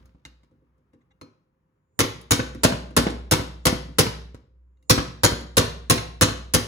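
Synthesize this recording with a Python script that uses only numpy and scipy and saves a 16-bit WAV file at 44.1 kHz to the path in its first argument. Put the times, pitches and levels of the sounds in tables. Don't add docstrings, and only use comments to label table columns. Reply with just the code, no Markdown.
import sys
import numpy as np
from scipy import signal
from scipy.fft import rfft, irfft, next_fast_len
from scipy.io import wavfile
from scipy.ndimage import uniform_filter1d

SR = 44100
rng = np.random.default_rng(int(sys.argv[2]) if len(sys.argv) > 2 else 0)


def dump_mix(stems):
    frames = np.atleast_2d(stems).T
    limited = np.clip(frames, -1, 1)
    pcm = np.round(limited * 32767).astype(np.int16)
    wavfile.write(sys.argv[1], SR, pcm)


N = 294147


def amp(db):
    return 10 ** (np.asarray(db) / 20)


def evened(x):
    return x / np.sqrt(np.mean(x ** 2) + 1e-20)


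def read(points, hz):
    f, value = np.transpose(points)
    return np.interp(np.log(hz + 1), np.log(f + 1), value)


def add(mix, s, sound):
    part = mix[:, round(s * SR):][:, :sound.shape[1]]
    part += sound[:, :part.shape[1]]


def dying(x, level_db, t60):
    length = x.shape[1]
    hz, t = np.fft.rfftfreq(length, 1 / SR), np.arange(length) / SR
    coloured = rfft(x) * amp(level_db(hz))
    out = 0
    for centre in 62.5 * 2. ** np.arange(9):
        share = np.clip(1 - abs(np.log2(hz / centre + 1e-9)), 0, 1)
        band = irfft(coloured * share, length)
        out = out + band * amp(-60 * t / read(t60, centre))
    return out


def ring(modes, spread_db, rise_cycles, narrow_db=0):
    hz, db, t60 = np.transpose(modes)[:, :, None]
    t = np.arange(12288) / SR
    luck, turn = rng.standard_normal((2, len(modes), 1))
    db = db + spread_db * luck - narrow_db * abs(np.log2(hz / 260))
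    rise = 1 - np.exp(-t * hz / rise_cycles)
    size = amp(db - 60 * t / t60) * rise
    return np.array([(size * np.sin(2 * np.pi * hz * t + phase)).sum(0) for phase in (0, 3 * turn)])


# pitch in Hz, relative strength in dB per Hz.
ROOM_COLOUR = [(25, -24.5), (60, -9.5), (128, -10), (165, -8), (217, -16.5), (390, -19.5), (500, -28.5),
               (523, -9.5), (548, -30.5), (1000, -26), (2200, -38), (4000, -51), (12000, -56.5)]
# time in seconds,
# level in dB before the slow lumps are added.
ROOM_LEVEL = [(0.0, -56), (0.162, -68), (1.28, -69.5), (1.5, -71.5)]


def air():
    white = rng.standard_normal((2, N))
    noise = irfft(rfft(white) * amp(read(ROOM_COLOUR, np.fft.rfftfreq(N, 1 / SR))), N)
    lumps = evened(uniform_filter1d(uniform_filter1d(rng.standard_normal(N), 1500), 1500))
    level_db = np.interp(np.arange(N) / SR, *np.transpose(ROOM_LEVEL))
    return evened(noise) * amp(level_db + 0.66 * lumps)


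# time in seconds, level in dB.
FINGER_SCUFF = [(0.0, -70), (0.133, -83), (0.356, -95), (0.48, -100), (0.7, -100)]


def rustle():
    s, db = np.transpose(FINGER_SCUFF)
    t = np.arange(round(s[-1] * SR)) / SR
    noise = rng.standard_normal((2, len(t)))
    unevenness = evened(uniform_filter1d(rng.standard_normal(len(t)), 300))
    grains = noise * amp(3.2 * unevenness)
    grains = signal.sosfilt(signal.butter(2, [1000, 4200], "band", fs=SR, output="sos"), grains)
    return evened(grains) * amp(np.interp(t, s, db))


# start in seconds, push in dB.
HAND_SHOVES = [(0.001, -56), (0.249, -55)]
# pitch in Hz,
# time to fall by 60 dB in seconds, share of a blow, share of a shove (a minus sign flips the swing).
LEG_SWAY = [(60.49, 1.47, 1, 1), (62.74, 3, -.31, 1)]


def sway():
    blows, shoves = np.zeros((1, N)), np.zeros((1, N))
    for pushes, table in ((blows, WRENCH_BLOWS), (shoves, HAND_SHOVES)):
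        for s, *_, push_db in table:
            add(pushes, s, amp([[push_db]]))
    t = np.arange(3 * SR) / SR
    total = 0
    for hz, t60, down, side in LEG_SWAY:
        swing = amp(-60 * t / t60) * np.sin(2 * np.pi * hz * t)
        total = total + signal.fftconvolve((down * blows + side * shoves)[0], swing)[:N]
    return total


# pitch in Hz, relative strength in dB per Hz.
CRACK_COLOUR = [(150, 0), (400, -4), (800, -0.9), (1500, -4), (2500, -9.5), (4500, -9.5), (7000, -9),
                (9500, -6.5), (12500, -12.5), (15500, -13), (16200, -45.5)]
# pitch in Hz, time to fall by 60 dB in seconds.
CRACK_FADE = [(300, 0.058), (1500, 0.056), (5000, 0.12), (12000, 0.018)]


def crack(db, bright_db, edge_hz=30000):
    def colour(hz):
        tilt = bright_db * np.log2((hz + 1) / 3000)
        softness = 10 * np.log10(1 + (hz / edge_hz) ** 4)
        return read(CRACK_COLOUR, hz) + tilt - softness

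    grit = amp(4.1 * evened(uniform_filter1d(rng.standard_normal(4096), 50)))
    burst = dying(rng.standard_normal((2, 4096)) * grit, colour, CRACK_FADE)
    clusters_db = 2.5 * evened(uniform_filter1d(uniform_filter1d(rng.standard_normal(2049), 20), 20))
    burst = irfft(rfft(burst, 4096) * amp(clusters_db), 4096)
    burst[:, 2048:] = 0
    burst *= 1 - np.exp(-np.arange(4096) / SR * edge_hz / 2)
    return amp(db - 8.0) * burst / np.std(burst[:, :200])


# start in seconds, crack level in dB, bench thump level in dB,
# brightness in dB per octave, push on the bench legs in dB.
WRENCH_BLOWS = [(1.9909, -7.5, -17, 0.7, -43), (2.3082, -6, -16, 1.35, -32.5),
                (2.6343, -5.5, -16, 0.6, -30.5), (2.9653, -4.5, -13, 0.6, -29),
                (3.3115, -7, -15.5, 1.4, -33.5), (3.6538, -6, -15.5, 1, -31),
                (3.985, -4.5, -13, 1.05, -33.5), (4.8964, -3.5, -12.5, 1.3, -36.5),
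                (5.2345, -4.5, -16, 0.63, -32), (5.5692, -4.5, -14.5, 0.43, -33),
                (5.898, -4, -13, 1.14, -33), (6.2113, -5, -14.5, 0.68, -31), (6.5374, -7, -16, 2, -35.5)]
# start in seconds, crack level in dB (2 dB less is played),
# bench thump level in dB, brightness in dB per octave.
BLOCK_LANDINGS = [(2.038, -19, -24, -1), (2.393, -12.5, -34, -3), (2.7224, -13.5, -29.5, -1.5),
                  (3.0663, -9.5, -28.5, -2), (3.0988, -32, -29.5, 4.5), (3.3926, -16, -26, -2.5),
                  (3.727, -14, -25.5, -5.5), (4.0647, -16, -36.5, -2.5), (4.9778, -10.5, -25.5, -2.5),
                  (5.3177, -15.5, -28.5, -4), (5.6386, -23.5, -38.5, -9.5), (5.9772, -19.5, -42, 3),
                  (6.2854, -15.5, -29, 0)]
# start in seconds, crack level in dB, bench thump level in dB,
# brightness in dB per octave and, where loosely held metal rings on, block and wrench levels in dB.
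LIGHT_TAPS = [(0.0565, -53, -64, 0.3), (0.1477, -43, -57.5, -7), (0.2516, -37.5, -49.5, -2.1, -36.5, -88),
              (0.4327, -56, -64, -3, -67.5, -97), (0.511, -61, -56, -4), (0.616, -69.5, -59, -7),
              (0.78, -76, -66, -1), (0.9336, -48, -48.5, -4.5), (1.2126, -33.5, -38, -3.5, -51, -51.5),
              (2.2132, -44.5, -53.5, 6), (2.549, -31, -35, -4), (2.906, -42, -38.5, -4.5),
              (3.884, -39.5, -38.5, -8), (4.346, -31.5, -57.5, -4, -53, -92),
              (4.772, -69, -100, -6, -76, -96), (4.8266, -64.5, -66.5, 4, -67, -93),
              (5.409, -37.5, -37, -1.5)]
# delay in seconds (varied by up to a tenth),
# change of level in dB, change of brightness in dB per octave.
BLOCK_CHATTER = [(.0055, -3, 0), (.011, 2, -1.5), (.023, -6, -3.5)]


def metal():
    mix = np.zeros((2, N))
    for s, db, _, bright_db, _ in WRENCH_BLOWS:
        add(mix, s, crack(db, bright_db))
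        for later, change_db, tilt_db in BLOCK_CHATTER:
            delay = later * rng.uniform(.9, 1.1)
            add(mix, s + delay, crack(db + change_db, bright_db + tilt_db))
    for s, db, _, bright_db in BLOCK_LANDINGS:
        add(mix, s, crack(db - 2, bright_db, edge_hz=3200))
    for s, db, _, bright_db, *_ in LIGHT_TAPS:
        add(mix, s, crack(db, bright_db))
    return mix


# pitch in Hz, relative level in dB,
# time to fall by 60 dB in seconds.
BENCH_NOTES = [(68, -8, .09), (86, -0.5, 0.1), (101, 3, 0.19), (111.66, -13, 0.51), (155.3, 2.2, 0.14),
               (199, -17, 0.17), (241, -5, 0.2), (281.8, -2.5, 0.18), (308, -1.5, 0.13), (381.9, -10, 0.23),
               (463.6, -6.5, 0.15), (507.2, 0, 0.12), (625, -8, 0.016), (813, -12, 0.18), (1126, -6, 0.062)]


def thump(db, light_db):
    return -amp(db) * ring(BENCH_NOTES, spread_db=1.5, rise_cycles=0.86, narrow_db=light_db)


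# pitch in Hz, relative level in dB,
# time to fall by 60 dB in seconds.
FLAT_SLAP = [(215, 1.5, 0.027), (326, -7.5, .025)]
SLAP_DB = -1.5


def wood():
    mix = np.zeros((2, N))
    for table, light_db in ((WRENCH_BLOWS, 0), (BLOCK_LANDINGS, 8), (LIGHT_TAPS, 6.5)):
        for s, _, db, *_ in table:
            add(mix, s + 0.00295, thump(db, light_db))
    for s, db, *_ in BLOCK_LANDINGS:
        add(mix, s, -amp(db + SLAP_DB) * ring(FLAT_SLAP, spread_db=0.92, rise_cycles=0.27))
    return mix


# pitch in Hz, relative level in dB,
# time to fall by 60 dB in seconds.
BLOCK_NOTES = [(2083, 0, .035), (2799, -12, .15), (3795, -1, .03), (5750, -13, .025), (6500, -12, .07),
               (7500, -9, .025)]
RUBBED_WOOD = [(820, 0, .04), (1150, -2, .03), (1700, -2, .02), (2050, 2, .03), (3500, -5, .02)]


def scrape(length_s, db):
    length = round(length_s * SR)
    rub = rng.standard_normal((2, length)) * np.hanning(length)
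    drive = evened(rub) / np.sqrt(length)
    notes = ring(BLOCK_NOTES, 0.75, 0.71) + 1.6 * ring(RUBBED_WOOD, 1, 0.91)
    return amp(db) * signal.fftconvolve(drive, notes, axes=1)


# pitch in Hz, relative level in dB, time to fall by 60 dB in seconds.
WRENCH_NOTES = [(1112, -3, .1), (1378, -3, .1), (4237, 3, .18), (4330, -10, .1), (10100, -8, .06)]
# start in seconds, length in seconds, level in dB.
NUDGES = [(0.919, .04, -71), (1.001, .03, -74), (1.101, 0.027, -65)]


def rings():
    mix = np.zeros((2, N))
    loose_taps = (row for row in LIGHT_TAPS if len(row) == 6)
    for s, *_, block_db, wrench_db in loose_taps:
        block = amp(block_db) * ring(BLOCK_NOTES, 1, 0.5)
        wrench = amp(wrench_db) * ring(WRENCH_NOTES, 0.76, 2)
        add(mix, s, block + wrench)
    for s, length_s, db in NUDGES:
        add(mix, s, scrape(length_s, db))
    return mix


# pitch in Hz, time to fall by 60 dB in seconds.
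WALL_FADE = [(80, 0.97), (250, 0.59), (1000, 0.49), (4000, 0.46), (8000, 0.37), (14000, 0.23)]
# pitch in Hz, relative level in dB.
WALL_COLOUR = [(70, -21.5), (130, -11), (250, -7), (1000, -6.5), (4000, -6), (9000, -12), (15000, -7.5)]


def walls(x):
    taps = np.zeros((2, 32768))
    at = np.arange(0, 32740, 20) + rng.integers(0, 20, (2, 1637))
    np.put_along_axis(taps, at, rng.choice([-1., 1.], at.shape), 1)
    taps *= np.sqrt(20 * 14 / (.4 * SR))
    tail = dying(taps, lambda hz: read(WALL_COLOUR, hz), WALL_FADE)
    tail *= 1 - np.exp(-np.arange(32768) / (0.0014 * SR))
    return signal.fftconvolve(x, tail, axes=1)[:, :N]


def scene():
    hard, deep, clear = metal(), wood(), rings()
    mix = hard + deep + clear + sway() + air()
    mix += walls(hard + deep / 2 + clear * .3)
    add(mix, 0, rustle())
    return mix


# pitch in Hz, likeness from 0 to 1.
LIKENESS = [(60, 1), (300, 0.95), (650, 0.82), (1000, 0.47), (1400, 0.033), (5200, 0.05), (7000, 1),
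            (8500, 1), (12500, 0.59), (15500, 0.9358)]
# pitch in Hz, lag in radians.
RIGHT_LAG = [(20, 0), (450, .6), (620, 1.3), (760, 3.1), (1200, 5), (2000, 6.5), (3000, 9.4)]
# pitch in Hz, left above right in dB.
LEFT_ABOVE_RIGHT = [(60, 0), (120, -2), (240, 1.5), (480, -2.5), (950, 5), (1890, 1), (3770, 1), (7520, -2),
                    (15000, 1.5)]
TREBLE_LEAD_S, IN_STEP_HZ = 1 / 4870, 10985
EDGE_HZ = 16900


def record(dry):
    size = next_fast_len(N + 4096)
    hz = np.fft.rfftfreq(size, 1 / SR)
    left, other = rfft(dry, size)
    late = np.exp(-1j * read(RIGHT_LAG, hz))
    early = np.exp(2j * np.pi * (hz - IN_STEP_HZ) * TREBLE_LEAD_S)
    treble = np.clip((hz - 3000) / 2000, 0, 1)
    same = np.clip(read(LIKENESS, hz), 0, 1) * ((1 - treble) * late + treble * early)
    right = same * left + np.sqrt(1 - abs(same) ** 2 + 1e-9) * other
    balance = amp(read(LEFT_ABOVE_RIGHT, hz) * [[.5], [-.5]])
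    ports = irfft(np.array([left, right]) * balance, size)[:, :N]
    low_cut = signal.butter(3, 42, "high", fs=SR, output="sos")
    rounded = np.tanh(signal.sosfilt(low_cut, ports))
    band_limit = signal.firwin(511, EDGE_HZ, window=("kaiser", 9), fs=SR)
    return signal.oaconvolve(rounded, band_limit[None], "same")


dry = scene()
out = record(dry)
dump_mix(out)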